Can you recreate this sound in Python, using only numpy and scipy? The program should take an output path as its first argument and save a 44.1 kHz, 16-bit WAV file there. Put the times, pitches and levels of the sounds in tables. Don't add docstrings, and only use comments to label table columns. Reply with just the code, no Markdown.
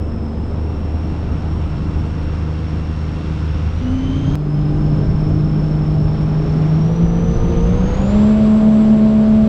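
import sys
import numpy as np
from scipy import signal
from scipy.fft import rfft, irfft
from scipy.io import wavfile
from scipy.ndimage import uniform_filter1d

SR = 44100
rng = np.random.default_rng(int(sys.argv[2]) if len(sys.argv) > 2 else 0)


def persist_wave(psi):
    counts = np.round(np.clip(psi, -1, 1) * 32767).astype(np.int16)
    wavfile.write(sys.argv[1], SR, np.atleast_2d(counts).T)


def gain_from_db(level_db):
    decades = np.asarray(level_db, float) / 20
    return 10 ** decades


N = 418068
t = np.arange(N) / SR
CUT_S = 4.35466
MESH_TEETH = 104.2


def wander(rate_hz):
    size = N // 64 + 1
    spec = rfft(rng.standard_normal(size))
    spec = spec / (1 + (np.arange(size // 2 + 1) * SR / N / rate_hz) ** 4)
    v = np.interp(t, np.linspace(0, N / SR, size), irfft(spec, size))
    return (v - v.mean()) / v.std()


def columns(table):
    s, *cols = np.transpose(table)
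    return [np.interp(t, s, c) for c in cols]


def tone(phase, db, sway_db, slip_rad, rate_hz):
    level = np.sqrt(2) * gain_from_db(db + sway_db * wander(rate_hz))
    return level * np.cos(phase + slip_rad * wander(rate_hz))


# offset/orders, level/dB
MESH_SIDES = [(-6, -24), (-3, -15), (-2, -14), (-1, -13), (1, -7), (2, -6), (3, -12), (5, -14), (6, -21),
              (9, -26)]


def gears(cycle, teeth, db, side_db, drift_rad, harmonic):
    mesh = harmonic * (teeth * cycle + drift_rad * wander(45))
    full = np.clip((t - 8) / .3, 0, 1)
    out = tone(mesh, db - 3.0, 3.0, .2 + .6 * full, rate_hz=55)
    for k, d in MESH_SIDES:
        firing_boost_db = full * (-3 if k % 3 else 8 + .8 * max(k, 0))
        line_db = db - 3.0 + d + side_db + firing_boost_db
        slip_rad = .9 + .6 * harmonic + .4 * full
        out += tone(mesh + harmonic * k * cycle, line_db, 3.5, slip_rad, rate_hz=22)
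    return out


def mirror(x, db):
    fold_hz = 24000
    image = 2 * x * np.cos(2 * np.pi * fold_hz * t)
    band = signal.butter(8, [11500, 12800], "bandpass", fs=SR, output="sos")
    return gain_from_db(db) * signal.sosfilt(band, image)


def exhaust(cycle, firing_hz, full, drone_db, orders, rates_hz, upper, patchy_db, lag_rad, weak,
            sway_db, slip_rad):
    surge_hz, surge_width_hz, surge_db = 178, 10, 3.5
    hunting_db = surge_db * np.exp(-((firing_hz - surge_hz) / surge_width_hz) ** 2)
    out = tone(3 * cycle, drone_db, sway_db + hunting_db, slip_rad, rate_hz=10.9)

    planes_s, deep_db = 1.38, -11
    for n, (k, db) in enumerate(zip(orders, upper)):
        db = np.interp(firing_hz, rates_hz, db) + patchy_db * (1 - .75 * full) * wander(2.2)
        db += (k == 6) * deep_db * np.clip((planes_s - t) / .15, 0, 1)
        out += tone(k * cycle + lag_rad * (n + 1), db, sway_db, slip_rad, rate_hz=19.0)

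    panel_hz, panel_width_hz, panel_db = 1200, 45, 12
    for k, part_db, full_db in weak:
        lift_db = panel_db * np.exp(-((k * firing_hz / 3 - panel_hz) / panel_width_hz) ** 2)
        db = part_db + full * (full_db - part_db) + lift_db
        out += tone(k * cycle + 7 * rng.random(), db, 1.9, .5, rate_hz=2.4)
    return out


def engine(table, orders, rates_hz, upper, patchy_db, octave_db, lag_rad, weak, sway_db, slip_rad,
           hunt, teeth, side_db, drift_rad, mirror_db):
    firing_hz, drone_db, gear_db = columns(table)
    firing_hz = uniform_filter1d(firing_hz, size=SR // 12, mode="nearest")
    cycle = 2 * np.pi * np.cumsum(firing_hz / 3 * (1 + hunt * wander(3))) / SR
    full = np.clip((firing_hz - 185) / 25, 0, 1)
    out = exhaust(cycle, firing_hz, full, drone_db, orders, rates_hz, upper, patchy_db, lag_rad, weak,
                  sway_db, slip_rad)

    throb_order, throb_depth = .48, .34
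    depth = throb_depth * (firing_hz > 100) * (1 - full)
    throb = 1 + depth * np.cos(throb_order * cycle + 1.2 * wander(4))
    out += throb * gears(cycle, teeth, gear_db, side_db, drift_rad, harmonic=1)

    octave_top_hz, octave_roll_hz = 12250, 12
    roll_db = np.clip((2 * teeth * firing_hz / 3 - octave_top_hz) / octave_roll_hz, 0, 45)
    octave = gears(cycle, teeth - .5, octave_db - roll_db, side_db + 7, 1.5 * drift_rad, harmonic=2)
    return out + octave + mirror(octave, mirror_db), cycle


# t/s, firing f/Hz, firing drone level/dB, gear mesh level/dB
CRUISE = [(0.0, 76.25, -23.5, -59), (0.42, 74.6, -26, -72), (0.62, 77.7, -22, -56.5),
          (1.62, 78.07, -20, -59), (1.78, 76.55, -25, -59), (1.92, 77.78, -21.5, -56),
          (3.25, 77.89, -23.5, -54), (3.45, 76.9, -22, -54), (3.68, 77.95, -20, -58.5),
          (3.92, 86.25, -20.5, -48), (4.13, 88.8, -27, -42.5), (4.36, 91.6, -23, -47)]
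CRUISE_ORDERS, CRUISE_RATES_HZ = [6, 9, 12], [75.5, 77.5, 81.5, 84, 91]
CRUISE_UPPER = [
    [-26.5, -27.5, -33, -36, -30],
    [-30, -41, -38, -20, -25],
    [-46, -37.5, -45, -54, -54],
]
# order of engine cycle, level/dB at part throttle, level/dB at full
CRUISE_WEAK = [(1, -35, 0), (4, -32, 0), (7, -41, 0), (8, -40, 0), (11, -41, 0), (15, -49, 0), (16, -50, 0),
               (18, -49, 0), (19, -51, 0), (20, -48, 0), (27, -52, 0)]


def cruise():
    ride, cycle = engine(
        CRUISE, CRUISE_ORDERS, CRUISE_RATES_HZ, CRUISE_UPPER, patchy_db=2.0, octave_db=-58.5,
        lag_rad=0, weak=CRUISE_WEAK, sway_db=1.5, slip_rad=.18, hunt=.0016,
        teeth=MESH_TEETH + .6, side_db=-3, drift_rad=.4, mirror_db=-60)
    third_db = -77 - 12 * np.clip(t - 3.5, 0, 1)
    ride += gears(cycle, MESH_TEETH + .3, third_db, 3.0, .6, harmonic=3)
    return ride, cycle


# t/s, microphone wind level/dB, water flow level/dB
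FLOW = [
    [(0.0, -34, -6), (1.0, -29, -3), (2.2, -30, 1.5), (2.5, -36, 3), (3.4, -28.5, 5), (3.75, -28, 4.5),
     (4.35, -23.5, 6.5)],
    [(4.5, -30, 0), (5.0, -18.5, 0.5), (5.4, -23, -0.5), (6.3, -23.5, 1.4), (6.65, -31, 2.1), (7.1, -21, 1),
     (7.55, -16.5, 2.5), (8.15, -21, 6), (8.55, -28.5, 4.5), (9.48, -25.5, 4.5)],
]
# level/dB at cruising flow, gain/(dB per dB of flow)
WATER = [
    [(-40.5, -0.54), (-41, -0.52), (-39.5, 0.33), (-55.5, 0.73)],
    [(-36.5, 0.1), (-38, 1.15), (-40.5, 0.99), (-55, 1.3)],
]


def flow():
    rides = []
    for table, water in zip(FLOW, WATER):
        wind_db, speed_db = columns(table)
        parts_db = [db + gain * speed_db for db, gain in water]
        rides.append(gain_from_db(np.array([wind_db] + parts_db)))
    slow, fast = rides
    return 20 * np.log10(np.hypot(slow * (t < CUT_S), fast * fade_in()))


# f/Hz, level/(dB per Hz)
WASH = [(20, 24), (50, 25), (110, 24), (190, 21), (340, 13.5), (600, 5.5), (1000, 2), (1380, -0.5),
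        (1750, -7.5), (3200, -13), (4600, -20.5), (8400, -33), (9200, -40.5), (13000, -53)]
FLOW_HZ = [40, 250, 650, 1300, 5800, 8600]


def wash(cycle):
    buffet, hull, gurgle, rush, spray = flow()
    moves = [buffet + 29.24, hull + 39.47, gurgle + 40.14, rush + 38.95,
             spray + 57.6, .5 * (spray + 57.0)]
    f = np.maximum(np.arange(N // 2 + 1) * SR / N, 1)
    hz, db = np.transpose(WASH)
    shape_db = np.interp(np.log(f), np.log(hz), db, left=-20, right=-90)
    spec = rfft(rng.standard_normal(N)) * gain_from_db(shape_db)
    spec = spec * gain_from_db(-42.0) * np.sqrt(SR / 2 / 750)
    out, swell = np.zeros(N), wander(0.52)
    for octave in np.arange(4, 14.5, .5):
        share = np.clip(1 - 2 * np.abs(np.log2(f) - octave), 0, 1)
        place = np.interp(octave, np.log2(FLOW_HZ), range(6))
        move_db = sum(max(1 - abs(place - k), 0) * m for k, m in enumerate(moves))
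        flicker_db = np.interp(octave, [6, 10], [1.6, .7]) * wander(8.0)
        gust_db = flicker_db + 0.66 * swell
        pulse = 1 + np.interp(octave, [8, 10], [0, .12]) * np.sin(3 * cycle)
        out += irfft(spec * share, N) * gain_from_db(move_db + gust_db) * pulse
    return out


def droplets():
    hiss_db = -80
    out = gain_from_db(hiss_db) * rng.standard_normal(N)
    for s, db in [(1.055, -64), (1.068, -69), (2.05, -70)]:  # t/s, level/dB
        out += gain_from_db(db) * np.exp(-np.abs(t - s) / .006) * rng.standard_normal(N)
    band = signal.butter(10, [8000, 13400], "bandpass", fs=SR, output="sos")
    return signal.sosfilt(band, out)


def fade_in():
    from_s, fade_s = 3.77, 0.83
    return np.clip((t - from_s) / fade_s, 0, 1)


# t/s, firing f/Hz, firing drone level/dB, gear mesh level/dB
SPRINT = [(4.45, 147.5, -18, -56.5), (5.1, 152.5, -16.5, -51), (6.1, 153.4, -18, -52),
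          (6.77, 156, -14.5, -52), (6.98, 167.8, -15, -52.5), (7.33, 171.3, -19, -48.5),
          (7.6, 173.5, -24, -52.5), (7.94, 187.1, -21.5, -50), (8.17, 209.3, -11, -51.5),
          (8.36, 215, -10.5, -58), (9.48, 217, -9.5, -64.5)]
SPRINT_ORDERS, SPRINT_RATES_HZ = [4, 6, 8, 9], [153, 162, 173, 191, 205]
SPRINT_UPPER = [
    [-30, -45.5, -28, -45, -48.5],
    [-28.5, -42.5, -31.5, -48, -31.5],
    [-37.5, -39, -28, -27, -36],
    [-51.5, -41.5, -37.5, -42, -28.5],
]
# order of engine cycle, level/dB at part throttle, level/dB at full
SPRINT_WEAK = [(1, -29, -36), (2, -36, -28), (5, -50, -43), (12, -50, -51), (13, -47, -54), (15, -57, -46),
               (16, -49, -53), (21, -58, -62), (22, -60, -58), (23, -66, -70), (24, -65, -62),
               (31, -57, -64)]


def sprint():
    return engine(
        SPRINT, SPRINT_ORDERS, SPRINT_RATES_HZ, SPRINT_UPPER, patchy_db=2.0, octave_db=-84.0,
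        lag_rad=1.6, weak=SPRINT_WEAK, sway_db=1.2, slip_rad=.15, hunt=.0008,
        teeth=MESH_TEETH + .25, side_db=0, drift_rad=.35, mirror_db=-5)


def scene():
    slow, slow_cycle = cruise()
    fast, fast_cycle = sprint()
    before = t < CUT_S
    crest = (.14 - slow[before][-1]) * np.exp(-np.abs(CUT_S - t) / .003)
    water = wash(np.where(before, slow_cycle, fast_cycle))
    return (before * (slow + crest) + fade_in() * fast + water + droplets())[None]


def band_limit(x):
    return signal.sosfilt(signal.butter(12, 16000, fs=SR, output="sos"), x)


def record(dry):
    opening = np.clip(.8 + t / .01, 0, 1)
    closing = np.clip((N / SR - t) / .003, 0, 1)
    mix = closing * opening * np.tanh(.6 * dry) / .6
    return band_limit(mix)


dry = scene()
out = record(dry)
persist_wave(out)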